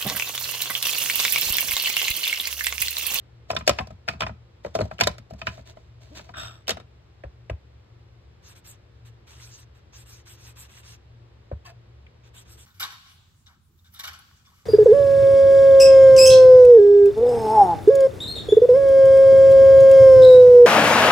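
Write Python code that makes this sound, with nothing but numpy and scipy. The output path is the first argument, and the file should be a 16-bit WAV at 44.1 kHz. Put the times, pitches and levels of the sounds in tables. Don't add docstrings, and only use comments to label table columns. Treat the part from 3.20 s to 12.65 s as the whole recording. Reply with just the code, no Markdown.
import sys
import numpy as np
from scipy import signal
from scipy.fft import rfft, irfft
from scipy.io import wavfile
from scipy.ndimage import map_coordinates

SR = 44100
rng = np.random.default_rng(int(sys.argv[2]) if len(sys.argv) > 2 else 0)


def put_to_file(sound):
    columns = np.atleast_2d(sound).T
    safe = np.clip(columns, -1, 1)
    whole_steps = np.round(safe * 32767)
    wavfile.write(sys.argv[1], SR, whole_steps.astype(np.int16))


N = 416914
TIME = np.arange(N) / SR
BLOW = TIME[:SR // 3]
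HZ = np.maximum(np.arange(N // 2 + 1) * SR / N, 1)

# start_s, strength_db, flatness [0 on an edge to 1 on its face],
# hardness [0-1], pitch_hz [of the low ring], desk_thud_db [extra]
KNOCKS = [(0.3024, -20.5, 0.61, 0.7, 680, -2.5), (0.331, -32, 0.64, 0, 600, -2.5),
          (0.3514, -30, 0.85, 0.7, 624, 3.5), (0.364, -22, 0.24, .6, 677, -6),
          (0.4082, -37.5, 0.29, 0, 623, 2.5), (0.4762, -13.5, 0.56, 1, 635, -2),
          (0.4924, -14, 0.6, 0.95, 592, 0), (0.508, -32, 0.53, 0.6, 650, 0),
          (0.5861, -23.5, 0.29, 0.35, 660, 4), (.599, -31, 0.88, 0, 765, -2), (.606, -30.5, 1, 0, 770, 2),
          (0.671, -43.5, 0.68, 1, 634, 2.5), (0.705, -41, 0.72, 0.72, 645, 4.5),
          (0.8786, -31, 0.54, 0.68, 690, 5), (0.8849, -21, 0.27, 0.4, 713, -3),
          (0.935, -43, 0.47, 0.1, 654, 7), (1.0056, -25, 0.26, 0.74, 700, 0.5),
          (1.018, -24, 0.41, 0.42, 678, 0), (1.032, -27.5, 0.37, 0.04, 644, 0),
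          (1.0649, -30, 0.37, 0, 655, 2), (1.093, -38, 0.56, 0.08, 645, 6.5),
          (1.4484, -26.5, 0.77, 0.2, 580, -2.5), (1.4638, -35.5, 0.71, 0.2, 472, -3),
          (1.5514, -18.5, 0.82, 0.95, 654, -2), (1.5604, -27.5, .95, 0.6, 647, -6),
          (1.5887, -22.5, 0.79, 0.54, 627, 4), (1.596, -26, 0.95, 0, 443, 4),
          (1.608, -19.5, 0.79, 0.5, 582, 4), (1.6143, -23.5, 0.78, 0, 594, 3),
          (1.6534, -35.5, 1, 1, 636, -0.5), (1.7117, -32, 0.63, 0, 652, 1),
          (1.7895, -35.5, 0.41, .55, 600, 5), (1.8, -31.5, 0.27, 0.9, 610, -1.5),
          (1.8088, -12.5, 0.38, 0.84, 690, -1.5), (1.835, -27, 0.081, 0.84, 645, 2.5),
          (1.871, -17.5, 0.56, 0.94, 608, 0), (1.9817, -46, 0.46, 0.97, 606, 2),
          (2.1076, -38.5, 0.88, 1, 656, 7), (2.135, -42.5, 0.8, 1, 650, 4.5),
          (2.2153, -32, 0.28, 0.27, 670, -4), (2.2688, -22, 0.18, 0.21, 655, 0.5),
          (2.377, -43.5, 0.73, 0.6, 646, 4), (2.392, -46.5, 0.58, 0.1, 617, -1),
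          (2.57, -43.5, 0.67, 0.1, 633, -7), (2.993, -43.5, 0.44, 0.2, 604, -3),
          (3.0909, -43, 0.55, 0, 707, -1.5)]
# multiple_of_pitch, level_db, t60_s
RING = [(.47, -11, 0.015), (.7, -5, 0.031), (.9, -9.5, 0.033), (.99, 6.5, 0.044), (1.069, -5, 0.052),
        (1.189, -8, .05)]
# pitch_hz, width_hz, level_db
SHELL = [(655, 20, 13), (860, 360, 2), (1016, 49, 6.5), (1267, 130, 1), (1800, 150, -11.5), (1840, 53, -11),
         (2497, 190, -2.5), (2930, 65, -4.5), (3030, 130, -6.5), (3337, 150, -6.5), (3660, 65, -6),
         (4040, 160, -7), (4460, 160, -3), (5160, 200, 3.5)]
# pitch_hz, width_hz, level_db
LID_MODES = [(633, 52, 2), (1350, 135, 5), (1854, 45, -8.5), (2440, 57, -4.5), (2730, 120, -8.5),
             (3580, 160, 0), (3735, 130, 2), (4460, 120, -11), (5450, 170, -2), (7900, 100, -5)]
# pitch_hz, level_db [per Hz]
SLIDE_COLOUR = [(200, -5.5), (400, -9.5), (650, -2.5), (1000, -5.5), (1500, -8), (2800, -7.5), (3900, -4.5),
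                (5500, -6.5), (7500, -14.5), (10000, -27.5), (15500, -28)]


def from_db(db):
    return 10 ** (np.asarray(db) / 20)


def rms_one(x):
    return x / np.sqrt(np.mean(x ** 2) + 1e-20)


def over_hz(points):
    hz, value = np.transpose(points)
    return np.interp(np.log(HZ), np.log(np.maximum(hz, 1)), value)


def level(rows):
    s, db = np.transpose(rows)
    return from_db(np.interp(TIME, s, db, left=-200, right=-200))


def band(x, low_hz, high_hz, order=2):
    limits = [low_hz, min(high_hz, .45 * SR)]
    return signal.sosfilt(signal.butter(order, limits, "band", fs=SR, output="sos"), x + 1e-18)


def coloured(x, spectrum):
    return rms_one(irfft(rfft(x) * from_db(over_hz(spectrum)), N))


def drift(rate_hz):
    coarse = np.arange(0, N + 32, 32)
    hz = np.fft.rfftfreq(len(coarse), coarse[1] / SR)
    spectrum = rfft(rng.standard_normal(len(coarse))) / (1 + (hz / rate_hz) ** 4)
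    slow = irfft(spectrum, len(coarse))
    return np.interp(np.arange(N), coarse, rms_one(slow))


def resonate(x, modes):
    out = 0
    for k, (hz, width, db) in enumerate(modes):
        r = np.exp(-np.pi * width / SR)
        feed = np.array([1, 0, -1]) * (1 - r * r) / 2
        feedback = [1, -2 * r * np.cos(2 * np.pi * hz / SR), r * r]
        out = out + (-1) ** k * from_db(db) * signal.lfilter(feed, feedback, x)
    return out


def width_from_t60(t60):
    return np.log(1000) / np.pi / t60


def dying(t60, rise_s, delay_s=0):
    t = np.maximum(BLOW - delay_s, 0)
    return (1 - np.exp(-t / rise_s)) * np.exp(-np.log(1000) * t / t60)


def at_level(x, db):
    energy = np.sum(x ** 2, axis=-1, keepdims=True)
    return from_db(db) * x / np.sqrt(energy / (SR / 100) + 1e-20)


def place_blow(out, blow, s):
    start = int(s * SR)
    out[:, start:start + len(BLOW)] += blow


def gestures(rows, attack_s, release_s):
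    out = np.zeros(N)
    for s, length, db, swell_db in rows:
        t = np.clip(TIME - s, 0, length)
        speed = np.minimum(t / attack_s, 1) * np.minimum((length - t) / release_s, 1)
        out += speed * from_db(db + swell_db * (t / length - .5))
    return np.maximum(out, 0)


def friction(grains_per_s, grain_share, flutter_db, flutter_hz):
    slips = (rng.random((2, N)) < grains_per_s / SR) * rng.standard_normal((2, N))
    rub = rng.standard_normal((2, N)) + grain_share * rms_one(slips)
    return rub * from_db(flutter_db * drift(flutter_hz))


def stick_slip(per_s, uneven, hold, spread_db):
    phase = np.cumsum(per_s * np.exp(uneven * drift(per_s))) / SR
    return rms_one(np.exp(-(phase % 1) / hold) * from_db(spread_db * drift(per_s)))


def snags(per_s, spread_db):
    sizes = from_db(spread_db * np.minimum(rng.exponential(1, N), 3))
    return rms_one((rng.random(N) < per_s / SR) * sizes * rng.standard_normal((2, N)))


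def gliding(hz, width_hz):
    phase = 2 * np.pi * np.cumsum(hz) / SR
    return (drift(width_hz) * np.sin(phase) + drift(width_hz) * np.cos(phase)) * [[1], [0]]


def wandering(x, share, rate_hz):
    place = np.cumsum(1 + share * drift(rate_hz))
    return np.array([map_coordinates(row, [place], order=3, mode="nearest") for row in x])


def shifting(x, patchy_db, rate_hz):
    edges = 450 * 2 ** np.arange(7)
    octaves = zip(edges, edges[1:])
    return rms_one(sum(band(x, low, high) * from_db(patchy_db * drift(rate_hz)) for low, high in octaves))


def case_sings(x):
    resting_hz = 660
    return rms_one(resonate(x, [(resting_hz * ratio, width_from_t60(t60), db) for ratio, db, t60 in RING]))


def chatter(t60, rattles_per_s, rattle_db, rattle_t60, rise_s):
    touches = (rng.random(len(BLOW)) < rattles_per_s / SR) * rng.random(len(BLOW))
    touches = touches * dying(rattle_t60, 0.0049)
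    settling = signal.fftconvolve(touches, dying(t60 / 2, rise_s))[:len(BLOW)]
    return rng.standard_normal((2, len(BLOW))) * (dying(t60, rise_s) + from_db(rattle_db) * settling)


def contact_rules(strength_db, flatness, hardness):
    flat_swing_db = 46
    soft_tick_db = -44
    ring_over_clack = flat_swing_db * (flatness - .5)
    ring_db = strength_db + min(ring_over_clack, 0)
    clack_db = strength_db - max(ring_over_clack, 0)
    clack_hz = 1900 * 2 ** (0.93 * hardness - 1.1 * flatness)
    return ring_db, clack_hz, clack_db, clack_db + soft_tick_db * (1 - hardness)


def rim_tick(t60):
    # pitch_hz, width_hz, level_db
    tick_modes = [(5150, 1300, 10.5), (6100, 350, 1), (6760, 450, 4), (7920, 430, -15.5),
                  (10860, 2700, -6.5), (11870, 2800, -6.5), (14500, 710, -12)]
    touch = chatter(t60, rattles_per_s=90, rattle_db=-14.5, rattle_t60=0.092, rise_s=0.00048)
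    return resonate(touch, tick_modes)


def desk_thud(desk_top_hz, travel_s, desk_damping):
    # pitch_hz, level_db, t60_s [before desk_damping divides it]
    desk_modes = [(51.5, -9, 0.05), (73.3, 2, 0.32), (96, 5, 0.23), (163.6, 1, 0.22), (200, 3.5, 0.17),
                  (270, 2.5, 0.09), (383, 1.5, 0.039)]
    boom = 0
    for hz, db, t60 in desk_modes:
        late = travel_s * np.sqrt(desk_modes[0][0] / hz)
        strength = from_db(db + rng.normal(0, 0.86)) / (1 + (hz / desk_top_hz) ** 4)
        wave = np.sin(2 * np.pi * hz * (1 + rng.normal(0, 0.054)) * (BLOW - late))
        boom = boom + strength * dying(t60 / desk_damping, 0.0087, late) * wave
    return band(boom, 45, 980)


def blows(table, shell_modes, puff_db, ring_db, clack_db, tick_db, thud_db, thud_follows, ring_rise_s,
          clack_t60, tick_t60, clack_width, desk_top_hz, travel_s, crack, desk_damping):
    mode_scatter_db = 3
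    out = np.zeros((2, N + len(BLOW)))
    for s, strength_db, flatness, hardness, pitch, weight_db in table:
        ring, centre, clack, tick = contact_rules(strength_db, flatness, hardness)
        blow = at_level(rim_tick(tick_t60), tick + tick_db)
        contact = chatter(clack_t60, rattles_per_s=530, rattle_db=-12.5, rattle_t60=0.095, rise_s=0.00046)
        modes = [(hz * (1 + rng.normal(0, 0.005)), width, db + rng.normal(0, mode_scatter_db))
                 for hz, width, db in shell_modes]
        rung = resonate(contact, modes) + crack * contact
        shell = band(rung, centre / clack_width, centre * clack_width)
        blow += at_level(shell, clack + clack_db)
        low = 0
        for ratio, db, t60 in RING:
            tone = np.sin(2 * np.pi * pitch * ratio * (BLOW - .002))
            low = low + from_db(db + rng.normal(0, 0.88)) * dying(t60, ring_rise_s) * tone
        blow[0] += at_level(low, ring + ring_db)
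        puff = band(rng.standard_normal(len(BLOW)) * dying(t60=0.089, rise_s=0.0034), 205, 860)
        blow[0] += at_level(puff, (strength_db + ring) / 2 + puff_db)
        thud = desk_thud(desk_top_hz, travel_s, desk_damping)
        blow[0] += at_level(thud, thud_db + weight_db + thud_follows * strength_db)
        place_blow(out, blow, s)
    return out[:, :N]


def room_tone():
    # pitch_hz, level_db [per Hz]
    air_colour = [(20, -23.5), (35, -20.5), (55, -1.5), (90, -0.5), (145, -12), (260, -18.5), (450, -15.5),
                  (700, -22), (1500, -26), (4000, -32), (5500, -37), (8000, -50), (12000, -57),
                  (16000, -54)]
    # pitch_hz, level_db, wavering_share [0-1]
    hum_tones = [(70, -57, 0.99), (101.6, -64, 1), (117.5, -54, .92), (163.5, -73.5, 1), (349, -74, 1)]
    air = from_db(-58.5) * coloured(rng.standard_normal((2, N)), air_colour)
    for hz, db, waver in hum_tones:
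        phase = 2 * np.pi * hz * TIME
        steady = np.sqrt(2 * (1 - waver ** 2))
        in_step = (steady + waver * drift(rate_hz=5.3)) * np.sin(phase)
        air[0] += from_db(db - 3.0) * (in_step + waver * drift(rate_hz=2.5) * np.cos(phase))
    return air


def room(x, wet_db, treble_t60):
    room_t60_s = 0.26
    t = TIME[:SR // 2]
    noise = rng.standard_normal((2, len(t))) * (1 - np.exp(-t / 0.0022))
    tail = band(noise, 140, 3600) * from_db(-60 * t / room_t60_s)
    tail += 0.6 * band(noise[::-1], 4200, 13000) * from_db(-60 * t / treble_t60)
    tail /= np.sqrt(np.sum(tail ** 2) / 2)
    return from_db(wet_db) * signal.fftconvolve(x, tail, axes=1)[:, :N]


def microphones(x, likeness):
    # pitch_hz, lead_radians
    lead = [(100, 0), (450, -.8), (900, -2), (1700, .4), (2600, -2.3), (3700, -.9), (4900, -3.1),
            (6100, -2.9), (7600, -.3), (8800, 1.5), (10000, 3.1), (12500, 6.3), (15000, 9.4)]
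    # pitch_hz, difference_db
    tilt = [(60, 0), (120, 2), (240, 1.5), (480, 2.5), (950, 4), (1890, 0), (3770, -1.5), (7520, 0.5),
            (15000, -0.5)]
    alike = over_hz(likeness)
    shared, apart = rfft(x)
    sides = np.array([[1], [-1]])
    pair = (np.sqrt(1 + alike) * shared + sides * np.sqrt(1 - alike) * apart) / np.sqrt(2)
    pair = pair * from_db(sides * over_hz(tilt) / 2) * np.exp(.5j * sides * over_hz(lead))
    return irfft(pair, N)


def tool_taps():
    # start_s, level_db
    taps = [(5.445, -67), (6.199, -55), (7.267, -58), (7.5375, -61), (7.575, -54), (8.865, -53.5)]
    # pitch_hz, width_hz, level_db
    tool_modes = [(1420, 280, -15), (2140, 340, 9), (3200, 390, 3.5)]
    out = np.zeros((2, N + len(BLOW)))
    for s, db in taps:
        crunch = rng.standard_normal((2, len(BLOW))) * dying(0.022, 0.0003)
        place_blow(out, at_level(resonate(crunch, tool_modes), db), s)
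    return out[:, :N]


def clicks():
    # start_s, level_db, pitch_hz, t60_s
    click_rows = [(0.3128, -35.5, 5330, .02), (0.349, -45, 5800, .012), (0.389, -49.5, 7340, .012),
                  (0.4666, -38, 4800, .012), (0.4944, -25.5, 1051, 0.043), (0.494, -28, 5550, .02),
                  (0.607, -36, 1070, 0.073), (0.889, -30.5, 2550, .03), (0.914, -46, 2220, .03),
                  (1.0069, -29.5, 1120, .03), (1.026, -32.5, 2400, .03), (1.0657, -45, 2380, .03),
                  (1.447, -44, 1960, .015), (1.5892, -36.5, 1400, .03), (1.605, -45, 4350, .012),
                  (1.6147, -39, 4200, .014), (1.715, -43, 1360, .035), (1.783, -45.5, 3000, .015),
                  (1.8365, -27, 3660, .014), (1.873, -24.5, 3870, .016), (2.2705, -43.5, 1520, .02),
                  (2.2868, -44, 1680, .025), (3.4706, -46, 3000, .008), (3.479, -44, 12700, .008),
                  (3.4926, -31, 4320, .008), (3.5066, -30.5, 3300, .008)]
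    crack_share = .25
    out = np.zeros((2, N + len(BLOW)))
    for s, db, hz, t60 in click_rows:
        contact = rng.standard_normal((2, len(BLOW))) * dying(t60=0.018, rise_s=0.00048)
        ring = at_level(resonate(contact, [(hz, width_from_t60(t60), 0)]), db)
        crack = at_level(band(contact, hz / 1.6, hz * 1.6), db)
        place_blow(out, ring + crack_share * crack, s)
    return out[:, :N]


def scuffing_case():
    scuff_db, onset_s, tail_s = -24, 0.0056, 0.03
    rub = friction(grains_per_s=820, grain_share=0.6, flutter_db=3.0, flutter_hz=70)
    scuff = np.zeros(N)
    for s, db, *_ in KNOCKS:
        near = slice(max(int((s - .1) * SR), 0), int((s + .5) * SR))
        t = TIME[near] - s
        envelope = np.exp(np.minimum(t / onset_s, -t / tail_s))
        scuff[near] = np.maximum(scuff[near], from_db(db + scuff_db) * envelope)
    return scuff * (from_db(3.0) * coloured(rub, SLIDE_COLOUR) + from_db(1.5) * case_sings(rub))


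def sliding_case():
    # start_s, length_s, level_db, swell_db [from start to end]
    pushes = [(2.175, .06, -51.5, 5), (2.29, 0.15, -53.5, 0), (2.45, 0.094, -50, -2),
              (2.55, 0.37, -77, -29), (2.8, 0.29, -60.5, -10), (2.945, 0.089, -43.5, -10),
              (3.03, 0.12, -60.5, -4)]
    # start_s, length_s, level_db, swell_db [from start to end]
    rumble_rows = [(2.3, .55, -49.5, 0)]
    # time_s, slips_per_s [before a slight wavering], level_db
    groan_path = [(2.9, 173, -64), (2.924, 300, -52), (2.94, 318, -52), (2.965, 210, -77)]
    ring_limit_db = -51
    scrape = friction(grains_per_s=330, grain_share=0.81, flutter_db=1.5, flutter_hz=45.2)
    rumble = gestures(rumble_rows, attack_s=.08, release_s=.16) * rms_one(band(scrape, 38, 90))
    s, slips_per_s, db = np.transpose(groan_path)
    slip_rate = np.interp(TIME, s, slips_per_s) * (1 + 0.022 * drift(80))
    phase = 2 * np.pi * np.cumsum(slip_rate) / SR
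    groan = level(np.transpose([s, db])) * (np.sin(phase) + 0.63 * np.sin(2 * phase)) * [[1], [0]]
    push = gestures(pushes, attack_s=0.02, release_s=0.048)
    ring = np.minimum(push, from_db(ring_limit_db)) * case_sings(scrape)
    shell = rms_one(resonate(scrape, SHELL))
    slide = push * (from_db(-2.0) * coloured(scrape, SLIDE_COLOUR) + from_db(-13) * shell)
    return slide + from_db(-2) * ring + from_db(-4.0) * rumble + from_db(7.0) * groan


def sliding_lid():
    # time_s, level_db
    lid_path = [(3.138, -53.5), (3.16, -42), (3.19, -40), (3.25, -43), (3.3, -49), (3.36, -59),
                (3.44, -73.5)]
    # start_s, length_s, level_db, swell_db [from start to end]
    catch_rows = [(3.139, 0.012, -41.5, -5)]
    # pitch_hz, level_db [per Hz]
    lid_colour = [(200, 10.5), (450, 1.5), (650, -14), (1000, 2.5), (1400, 9), (2200, 0), (3300, 9.5),
                  (4300, -3), (6000, -5.5), (8000, -11), (9500, -32), (12500, -7.5), (16000, -37)]
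    start_hz, end_hz, fall_s, cavity_width_hz = 1670, 1187, 0.12, 45
    open_s = .04
    jerks = stick_slip(per_s=190, uneven=.45, hold=.6, spread_db=2.5)
    scrape = friction(grains_per_s=2500, grain_share=1.0, flutter_db=-0.5, flutter_hz=60) * jerks
    hollow = rms_one(wandering(resonate(scrape, LID_MODES), share=0.01, rate_hz=14))
    rumble = rms_one(band(scrape, 60, 130))
    since = np.maximum(TIME - lid_path[0][0], 0)
    cavity_hz = end_hz + (start_hz - end_hz) * np.exp(-since / fall_s)
    overtone = gliding(4.7 * cavity_hz, width_hz=160)
    cavity = jerks * (gliding(cavity_hz, cavity_width_hz) + from_db(-15) * overtone)
    catch = gestures(catch_rows, attack_s=0.003, release_s=.006) * rms_one(band(scrape, 1200, 1800))
    rub = from_db(-2.0) * coloured(scrape, lid_colour) + from_db(3) * hollow + from_db(-5.5) * cavity
    shut = 1 - np.minimum(since / open_s, 1) ** 2
    escaping = (1 - shut) * rub + shut * band(rub, 100, 4000)
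    return catch + level(lid_path) * (escaping + from_db(-7) * rumble)


def lid_put_down():
    # start_s, strength_db, flatness [0-1], hardness [0-1], pitch_hz [of the low ring], desk_thud_db [extra]
    lid_knocks = [(3.4793, -28, 0.4, 0.66, 650, 0), (3.4924, -22.5, 0.57, 0.76, 660, 0.0053),
                  (3.505, -27, 0.53, 0.75, 673, 0), (3.518, -44, 0.59, 0.39, 643, 0),
                  (3.5698, -37.5, 0.63, 0.14, 680, 0), (3.5992, -43, 0.64, 0.42, 660, 0)]
    return blows(lid_knocks, LID_MODES, puff_db=-5, ring_db=-2.5, clack_db=2.0, tick_db=7.5,
                 thud_db=-17.0, thud_follows=0.89, ring_rise_s=0.00036, clack_t60=0.044, tick_t60=0.016,
                 clack_width=2.46, desk_top_hz=596.5, travel_s=0.0118, crack=0.66, desk_damping=0.75)


def dabbing_tool():
    # start_s, strength_db, flatness [0-1], hardness [0-1], pitch_hz [of the low ring], desk_thud_db [extra]
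    dabs = [(4.0365, -41, 0.44, 0.21, 636, 8.5), (4.0395, -36.5, 0.87, 0.34, 545, -7),
            (4.2968, -34, 0.26, 0.28, 642, -14), (4.2985, -29.5, 0.8, 0.61, 610, 2.5),
            (8.3148, -30.5, 0.95, 0.086, 575, 2.5)]
    # pitch_hz, width_hz, level_db
    pad_modes = [(400, 99, 17), (740, 72, -2), (1005, 63, -3), (1310, 55, 8.5), (1650, 190, 2.5),
                 (2620, 540, 1.5), (3430, 350, -7.5)]
    return blows(dabs, pad_modes, puff_db=-8, ring_db=1.0, clack_db=-3.5, tick_db=5,
                 thud_db=17.0, thud_follows=1.45, ring_rise_s=0.00075, clack_t60=0.022, tick_t60=0.031,
                 clack_width=1.96, desk_top_hz=119.1, travel_s=0.012, crack=0.19, desk_damping=2.45)


def twisting_foam():
    # start_s, length_s, level_db, swell_db [from start to end]
    twist = [(8.446, 0.082, -50.5, -16)]
    # pitch_hz, level_db [per Hz]
    twist_colour = [(290, -33), (500, -21), (750, -10), (2680, -12), (4500, -17), (5380, -20),
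                    (8370, -21.5), (10100, -30), (13200, -26), (15000, -59)]
    # pitch_hz [halfway through the twist], width_hz, level_db
    base_modes = [(1060, 46, 2), (1460, 77, -7), (1730, 65, 1.5), (2600, 60, 5.5), (3100, 60, -6),
                  (3920, 63, -15), (4680, 70, 3), (5850, 90, -6)]
    sag_per_s = .7
    ring_hz, ring_width_hz, ring_late_s = 686, 27, 0.025
    rub = friction(grains_per_s=340, grain_share=0.42, flutter_db=-0.5, flutter_hz=60.2)
    rub = rub * stick_slip(per_s=320, uneven=.3, hold=.9, spread_db=-1.0)
    s, length = twist[0][:2]
    sag = 1 - sag_per_s * np.clip(TIME - s - length / 2, -length, length)
    squeak = rms_one(sum(from_db(db + 3.3 * drift(25)) * gliding(hz * sag, width)
                         for hz, width, db in base_modes))
    ring = rms_one(resonate(rub, [(ring_hz, ring_width_hz, 0)]))
    late_rows = [(start + ring_late_s, *rest) for start, *rest in twist]
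    late = gestures(late_rows, attack_s=0.01, release_s=0.028)
    squelch = from_db(-4) * coloured(rub, twist_colour) + from_db(-2) * squeak
    return gestures(twist, attack_s=0.016, release_s=0.02) * squelch + from_db(-5) * late * ring


def foam():
    # start_s, length_s, hiss_db, swell_db [from start to end], rasp_db [of the sheet's edge]
    stroke_rows = [(5.219, .13, -50.5, 13, -56), (5.348, 0.063, -45, -16, -55.5),
                   (5.439, 0.13, -47, -13, -56.5), (5.846, 0.068, -54, -12, -57.5),
                   (6.064, 0.2, -51.5, -12, -56), (6.193, 0.26, -46, -5, -58),
                   (6.54, .087, -68, -14, -66.5), (6.72, 0.13, -44.5, -5, -55.5),
                   (6.85, .18, -47.5, -6, -58), (7.053, .12, -43.5, -8, -54), (7.163, 0.17, -48, 12.5, -55),
                   (7.352, .13, -43.5, -1, -52.5), (7.478, .15, -46.5, 5, -54),
                   (7.621, 0.15, -44, 4.5, -54), (9.03, 0.076, -57, -1.5, -59.5),
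                   (9.134, .11, -43.5, -5, -56.5), (9.245, 0.13, -48.5, 5, -59),
                   (9.367, .11, -43, -14, -59.5)]
    # pitch_hz, level_db [per Hz]
    paper_colour = [(300, -10), (700, -1), (1000, 7.5), (1700, 5.5), (2500, 4), (3700, 6), (4500, 0.5),
                    (5300, 5), (6600, 9), (8200, 5.5), (9800, -7.5), (12500, -6), (14000, 5), (15500, -24)]
    # pitch_hz [before the judder bends it], width_hz, level_db
    sheet_modes = [(970, 170, -4), (1610, 98, 6), (2630, 150, 8.5), (3800, 290, 0)]
    rasp_follows = 0.74
    brush = friction(grains_per_s=1200, grain_share=0.44, flutter_db=0.6, flutter_hz=51.5)
    catching = friction(grains_per_s=430, grain_share=0.64, flutter_db=1.0, flutter_hz=60)
    strokes = gestures([row[:4] for row in stroke_rows], attack_s=0.048, release_s=0.05)
    bite_rows = [(s, length, rasp_db, rasp_follows * swell_db)
                 for s, length, _, swell_db, rasp_db in stroke_rows]
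    bite = gestures(bite_rows, attack_s=0.016, release_s=0.028)
    fibres = coloured(shifting(brush, patchy_db=2.3, rate_hz=10.4), paper_colour)
    hiss = strokes * rms_one(band(fibres, 3550, 24000, order=4))
    edge = catching + 0.3 * snags(per_s=90, spread_db=5.0)
    jerks = stick_slip(per_s=110, uneven=.5, hold=.6, spread_db=2.5)
    sheet = rms_one(wandering(resonate(edge * jerks, sheet_modes), share=.07, rate_hz=9))
    scratch = rms_one(band(coloured(edge, paper_colour), 400, 5640, order=4))
    rasp = bite * (from_db(-2.5) * scratch + from_db(-7.0) * sheet)
    return from_db(-6.5) * hiss + rasp


def knocking_case():
    return blows(KNOCKS, SHELL, puff_db=-11.5, ring_db=1.5, clack_db=0.0, tick_db=-2.5,
                 thud_db=-19.0, thud_follows=0.56, ring_rise_s=0.0042, clack_t60=0.025, tick_t60=.03,
                 clack_width=1.7, desk_top_hz=397, travel_s=.013, crack=0.21, desk_damping=1.9)


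def scene():
    # pitch_hz, likeness [0-1]
    desk_likeness = [(100, 1), (600, 0.11), (1200, 0.089), (2500, 0.25), (4000, 0.21), (5200, 0.99),
                     (7200, 0.37), (10000, .93), (15000, 0.52)]
    air_likeness = [(100, 0.88), (300, 0.78), (700, 0.055), (2000, 0.033), (4000, 0.17), (6200, 0.8),
                    (8000, 0.8), (12000, 1)]
    case = knocking_case() + clicks() + scuffing_case() + sliding_case()
    lid = sliding_lid() + lid_put_down()
    tool = dabbing_tool() + tool_taps() + twisting_foam() + foam()
    direct = microphones(case + lid + tool, desk_likeness)
    background = microphones(room_tone() * from_db(3.5), air_likeness)
    return direct + room(direct, wet_db=-23.0, treble_t60=0.17) + background


def record(dry):
    cutoff_hz = 15900
    lean = signal.sosfilt(signal.butter(2, 30, "high", fs=SR, output="sos"), dry)
    rounded = 1.1 * np.tanh(lean / 1.1)
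    return signal.sosfilt(signal.ellip(10, .2, 80, cutoff_hz, fs=SR, output="sos"), rounded)


dry = scene()
out = record(dry)
put_to_file(out)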